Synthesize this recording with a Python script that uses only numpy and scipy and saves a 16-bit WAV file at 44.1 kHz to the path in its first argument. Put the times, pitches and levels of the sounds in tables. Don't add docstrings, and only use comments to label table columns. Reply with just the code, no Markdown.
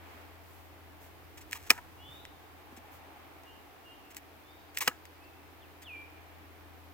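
import sys
import numpy as np
from scipy import signal
from scipy.fft import rfft, irfft, next_fast_len
from scipy.io import wavfile

SR = 44100
rng = np.random.default_rng(int(sys.argv[2]) if len(sys.argv) > 2 else 0)


def output_pcm(signal):
    pcm = np.clip(np.atleast_2d(signal).T, -1, 1) * 32767
    wavfile.write(sys.argv[1], SR, np.round(pcm).astype(np.int16))


N = 305678
TIME = np.arange(N) / SR

# (time [s], length [s], rub level [dB], hiss level [dB])
ARM_MOVES = [(0.0, 0.52, -55, -67), (0.388, 0.47, -84, -63), (0.995, 0.15, -61, -59),
             (2.086, 0.21, -61, -62), (2.698, 0.078, -61, -72), (2.907, 0.12, -61, -58.5)]
# (time [s], relative level [dB])
HUM_LEVELS = [(0.0, -57), (0.06, -57.5), (3.49, -64), (3.57, -62), (3.67, -70.5), (4.92, -63),
              (6.89, -56.5), (6.93, -59)]
WASH_LEVELS = [(0.0, -62), (0.39, -65), (2.41, -65), (3.15, -62.5), (3.65, -65), (5.88, -65), (6.2, -63.5),
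               (6.93, -65.5)]
# (frequency [Hz], relative level [dB])
RUB_COLOUR = [(100, -37), (250, 6), (900, 4), (2200, 1), (4000, -10), (9000, -22.5)]
CLOTH_HISS_COLOUR = [(2000, -20), (5000, -3), (7500, 0), (9500, -4), (14000, 6), (17000, 2)]
DRONE_COLOUR = [(100, -15), (170, -7.5), (240, -3), (290, 9), (340, 4), (450, 1.5), (600, -5), (900, -23)]
BREEZE_COLOUR = [(15, -10), (40, -6.5), (60, 2.5), (110, -0.5), (200, -10.5), (400, -32)]
ROAD_COLOUR = [(500, -18), (700, -3), (820, 3), (930, -8.5), (1150, -6.5), (1500, -33.5)]
WASH_COLOUR = [(350, -17), (550, -4), (700, 3.5), (830, 3), (1000, 0.5), (1500, -2.5), (2300, -4),
               (3200, -10), (4500, -21.5), (8000, -66.5)]
AIR_HISS_COLOUR = [(2060, -5.5), (3500, -0.5), (4210, -1), (5220, -3), (5670, -5), (8150, -16), (11800, -6),
                   (14900, 2.5), (16000, -11)]
# (frequency [Hz], likeness [0 to 1])
EAR_LIKENESS = [(40, 0), (150, 0), (300, 0.58), (700, 0.38), (1500, 0.088), (3000, 0), (6000, 0),
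                (14000, 0)]

# (time [s], level [dB])
BARK_GRAZES = [(1.371, -18.5), (1.407, -19.5), (1.522, -9), (1.663, -18.5), (2.763, -20.5), (4.102, -21.5),
               (4.162, -15.5), (4.744, -20), (4.768, -7), (5.818, -18.5)]
# (time [s], crush level [dB], squeeze level [dB], splinter level [dB], brush time [s])
STEM_CUTS = [(1.547, -10.5, -17.5, -6, 1.776), (4.805, 3.5, -8.5, -13, 4.911)]
# (time [s], level [dB], treble tilt [dB per tenfold frequency])
FIBRE_CRACKS = [(1.38, -27, 4), (1.5116, -23, 9), (1.5217, -13, -9), (1.53, 0.5, -14.5), (1.7788, -14, -31),
                (2.2524, -10.5, -21), (3.435, -32.5, 3), (4.147, -24, 2), (4.1677, -16, 8),
                (4.773, 1.5, -7), (4.786, -22, 24), (5.054, -19, -7)]
# (time [s], tear length [s], fibre level [dB], stem level [dB], blade level [dB], stem pitch [factor])
STEM_SNAPS = [(1.7033, 0.00065, 9, 7, 31, 0.74), (1.705, 0.003, 9.5, 16, 27, 1.32),
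              (1.7126, 0.0014, 1, 8.5, -11, 1.04), (4.876, 0.0063, 7, 12, 17, 0.88),
              (4.8788, 0.00086, -6, 14, 7, 1.33)]
# (frequency [Hz], width [Hz], level [dB])
FIBRE_TONES = [(1820, 500, 2.5), (2496, 730, 5), (4164, 3600, -3), (6470, 1280, 0.5), (7450, 710, 1),
               (14500, 2800, -3.5)]
STEM_TONES = [(193, 52, -9.5), (377, 54, -3), (737, 150, -2.5), (963, 48, 2.5), (1298, 73, 0),
              (1700, 230, 4), (2225, 96, 1), (3090, 1100, -10.5), (4160, 340, -45)]
BLADE_TONES = [(2460, 110, -1), (2900, 90, -36), (4010, 67, -20.5), (5070, 620, -9.5), (5144, 180, -2.5),
               (7440, 210, -19)]

# (time [s], length [s], start pitch [Hz], end pitch [Hz], level [dB])
BIRD_WHISTLES = [(1.97, 0.16, 2800, 3210, -60), (1.985, .29, 3206, 4050, -58),
                 (3.44, 0.12, 2840, 2855, -63), (3.447, 0.18, 3030, 3120, -72),
                 (3.835, 0.14, 2823, 2845, -61), (3.85, 0.18, 3244, 3040, -71),
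                 (4.408, 0.25, 3360, 4000, -69)]
# (time [s], level [dB])
BIRD_TWEETS = [(4.021, -68), (5.2, -63.5), (5.31, -67.5)]
# (time [s], length [s], time to half way down [s], level [dB])
BIRD_SLURS = [(5.607, 0.078, .028, -63.5), (5.833, 0.26, 0.042, -47)]
# (time [s], pitch [Hz], level [dB])
HAND_BUMPS = [(2.091, 119, 0), (2.725, 257, 1), (2.776, 241, -1)]


def from_db(db):
    return 10 ** (np.asarray(db) / 20)


def unit_energy(x):
    return x / np.sqrt(np.sum(x ** 2, axis=-1, keepdims=True) + 1e-20)


def curve(points, at):
    return np.interp(at, *np.transpose(points))


def at_hz(points, hz):
    table_hz, values = np.transpose(points)
    return np.interp(np.log(hz + 1), np.log(table_hz), values)


def add(track, s, sound):
    at = max(0, round(s * SR))
    track[at:at + len(sound)] += sound[:max(0, N - at)]


def noise(colour):
    size = next_fast_len(N)
    hz = np.fft.rfftfreq(size, 1 / SR)
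    shared, opposed = rfft(rng.standard_normal((2, size)))
    alike = at_hz(EAR_LIKENESS, hz)
    pair = np.sqrt(1 + alike) * shared + np.sqrt(1 - alike) * opposed * [[1], [-1]]
    coloured = irfft(pair * from_db(at_hz(colour, hz)), size)[:, :N]
    return np.sqrt(N) * unit_energy(coloured)


def resonate(x, tones, pitch=1):
    out = 0
    for k, (hz, width, db) in enumerate(tones):
        decay = np.exp(-np.pi * width / SR)
        turn = 2 * np.pi * hz * pitch / SR
        ring = signal.lfilter([1, 0, -1], [1, -2 * decay * np.cos(turn), decay ** 2], x + 1e-18)
        out = out + (-1) ** k * from_db(db) * (1 - decay ** 2) / 2 * ring
    return out


def swell(length):
    progress = np.linspace(0, 1, max(8, round(length * SR)))
    return np.sin(np.pi * progress ** 0.53) ** 2


def passing(at_s, width_s):
    return 1 / np.hypot(1, (TIME - at_s) / width_s)


def scatter(x, fade_s, low_hz, high_hz):
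    tail = rng.standard_normal((2, SR)) * from_db(-60 * TIME[:SR] / fade_s)
    band = signal.butter(1, [low_hz, high_hz], "band", fs=SR, output="sos")
    return signal.fftconvolve(x[None], signal.sosfilt(band, unit_energy(tail)), axes=1)[:, :N]


def sleeves():
    rub, hiss = np.zeros((2, N))
    for s, length, rub_db, hiss_db in ARM_MOVES:
        add(rub, s, from_db(rub_db) * swell(length))
        add(hiss, s, from_db(hiss_db) * swell(length))
    return rub * noise(RUB_COLOUR) + hiss * noise(CLOTH_HISS_COLOUR)


def engine(firing_hz=84.2, waver_hz=0.81, left_db=2, right_db=-2, drone_db=-60, putter=0.21):
    waver = np.interp(TIME, np.linspace(0, TIME[-1], 28), rng.standard_normal(28))
    phase = 2 * np.pi * np.cumsum(firing_hz + waver_hz * waver) / SR
    hum_db = curve(HUM_LEVELS, TIME) + [[left_db], [right_db]]
    hum = np.sqrt(2) * from_db(hum_db) * np.sin([phase, phase + np.pi / 3])
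    drone = from_db(drone_db) * (1 + putter * np.sin(phase)) * noise(DRONE_COLOUR)
    return hum + drone


def air(breeze_db=-65.5, gust_db=-62.5, road_db=-60.5, wash_boost_db=7, hiss_db=-66):
    gust = from_db(gust_db) * passing(at_s=1.7, width_s=0.39) ** 2
    breeze = (from_db(breeze_db) + gust) * noise(BREEZE_COLOUR)
    road = from_db(road_db) * passing(at_s=3, width_s=0.69) * noise(ROAD_COLOUR)
    wash = from_db(curve(WASH_LEVELS, TIME) + wash_boost_db) * noise(WASH_COLOUR)
    return breeze + road + wash + from_db(hiss_db) * noise(AIR_HISS_COLOUR)


def tiny_breaks(length, per_s=12000, uneven_db=7.0):
    shape = swell(length)
    dice = np.random.default_rng(rng.integers(2 ** 31))
    size, chance, sign = dice.random((len(shape), 3)).T
    strength = from_db(-uneven_db * np.log(size + 0.011))
    clicks = (chance < per_s / SR) * np.sign(sign - .5) * strength
    return np.pad(unit_energy(clicks * np.sqrt(shape)), (0, SR // 20))


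def strokes(crush_s=0.036, strain_s=0.016, splinter_s=0.038, grip_pitch=1.27, freed_db=12):
    rows = [(s, 0.03, db, -4, 1) for s, db in BARK_GRAZES]
    for s, crush_db, squeeze_db, splinter_db, brush_at in STEM_CUTS:
        snap_at = min(snap[0] for snap in STEM_SNAPS if snap[0] > s)
        squeeze_at = s + crush_s / 2
        rows += [
            (s, crush_s, crush_db, 6.5, grip_pitch),
            (squeeze_at, snap_at + splinter_s - squeeze_at, squeeze_db, -3, grip_pitch),
            (snap_at - strain_s / 2, strain_s, splinter_db - 2.5, freed_db, grip_pitch),
            (snap_at, splinter_s, splinter_db, freed_db, grip_pitch),
            (snap_at + 0.03, 0.077, splinter_db - 11.5, freed_db, 1),
            (brush_at, 0.017, splinter_db - 19.5, 24.5, 1)]
    return rows


def crunches(breaks_per_stroke=260):
    out = np.zeros(N)
    grip = signal.butter(2, [650, 1600], "band", fs=SR, output="sos")
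    for s, length, db, knock_db, pitch in strokes():
        crackle = tiny_breaks(length, per_s=breaks_per_stroke / length, uneven_db=3.5)
        knock = resonate(tiny_breaks(length), STEM_TONES, pitch)
        add(out, s, from_db(db) * resonate(crackle, FIBRE_TONES))
        add(out, s, from_db(db + knock_db) * signal.sosfilt(grip, knock))
    return out


def cracks(splinter_db=-7, splinter_s=0.0053):
    out = np.zeros(N)
    lowest_hz = FIBRE_TONES[0][0]
    for s, db, tilt_db in FIBRE_CRACKS:
        splinters = from_db(splinter_db) * tiny_breaks(splinter_s)
        crack = signal.unit_impulse(len(splinters)) + splinters
        tones = [(hz, width, level + tilt_db * np.log10(hz / lowest_hz))
                 for hz, width, level in FIBRE_TONES]
        add(out, s, from_db(db) * resonate(crack, tones))
    return out


def snaps(splinter_db=-7):
    out = np.zeros(N)
    for s, length, fibre_db, stem_db, blade_db, pitch in STEM_SNAPS:
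        tear = tiny_breaks(length, per_s=50000)
        blow = signal.unit_impulse(len(tear))
        add(out, s, from_db(fibre_db) * resonate(tear, FIBRE_TONES))
        add(out, s, from_db(stem_db) * resonate(blow + from_db(splinter_db) * tear, STEM_TONES, pitch))
        add(out, s, from_db(blade_db) * resonate(blow, BLADE_TONES))
    return out


def right_side(x, lag_s=0.0001):
    size = next_fast_len(N)
    phase = 2 * np.pi * np.fft.rfftfreq(size, 1 / SR) * lag_s
    return irfft(rfft(x, size) * np.exp(-1j * np.minimum(phase, np.pi / 2)), size)[:N]


def pruners(bounce_s=0.0071, bounce_db=-19, twigs_db=-7, field_db=-29):
    cut = snaps() + cracks() + crunches()
    bounce = from_db(bounce_db) * np.interp(TIME - bounce_s, TIME, cut, left=0)
    left = cut + bounce
    treble = signal.sosfilt(signal.butter(2, 4000, "high", fs=SR, output="sos"), cut)
    twigs = from_db(twigs_db) * scatter(treble, fade_s=.022, low_hz=900, high_hz=17000)
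    field = from_db(field_db) * scatter(cut, fade_s=0.15, low_hz=147, high_hz=3997)
    return np.array([left, right_side(left)]) + twigs + field


def whistle(hz, waver_hz=28, rise_share=0.31):
    t = TIME[:len(hz)]
    waver = waver_hz * np.interp(t, np.linspace(0, .5, 150), rng.standard_normal(150))
    rise_and_fall = np.interp(t / t[-1], [0, rise_share, 1], [0, 1, 0])
    shape = np.sin(np.pi / 2 * rise_and_fall) ** 1.54
    return np.sqrt(2) * shape * np.sin(2 * np.pi * np.cumsum(hz + waver) / SR)


def glide(length, from_hz, to_hz):
    return whistle(np.linspace(from_hz, to_hz, round(length * SR)))


def birds(slur_from_hz=3620, slur_to_hz=2340, chips_at_s=4.502, chip_every_s=0.0912, chip_db=-72.5):
    whistles, calls = np.zeros((2, N))
    for s, length, from_hz, to_hz, db in BIRD_WHISTLES:
        add(whistles, s, from_db(db) * glide(length, from_hz, to_hz))
    for s, db in BIRD_TWEETS:
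        add(whistles, s, from_db(db) * glide(0.096, from_hz=2520, to_hz=2800))
    for s, length, drop_s, db in BIRD_SLURS:
        height = 1 / (1 + (TIME[:round(length * SR)] / drop_s) ** 3.3)
        add(calls, s, from_db(db) * whistle(slur_to_hz + (slur_from_hz - slur_to_hz) * height))
    for k in range(9):
        chip = from_db(chip_db + rng.normal(0, 2)) * glide(0.034, from_hz=5250, to_hz=4000)
        add(calls, chips_at_s + k * chip_every_s, chip)
    into_wood = from_db(1) * whistles + from_db(-4) * calls
    return whistles + calls + scatter(into_wood, fade_s=.9, low_hz=1000, high_hz=9000)


def bumps(width_hz=35):
    out = np.zeros(N)
    for s, hz, db in HAND_BUMPS:
        add(out, s, resonate(signal.unit_impulse(SR // 5), [(hz, width_hz, db)]))
    return out


def scene():
    return pruners() + bumps() + sleeves() + birds() + engine() + air()


def record(dry, cutoff_hz=16000):
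    treble_cut = signal.ellip(10, .1, 70, cutoff_hz, fs=SR, output="sos")
    return signal.sosfilt(treble_cut, np.clip(dry, -1, 1))


dry = scene()
out = record(dry)
output_pcm(out)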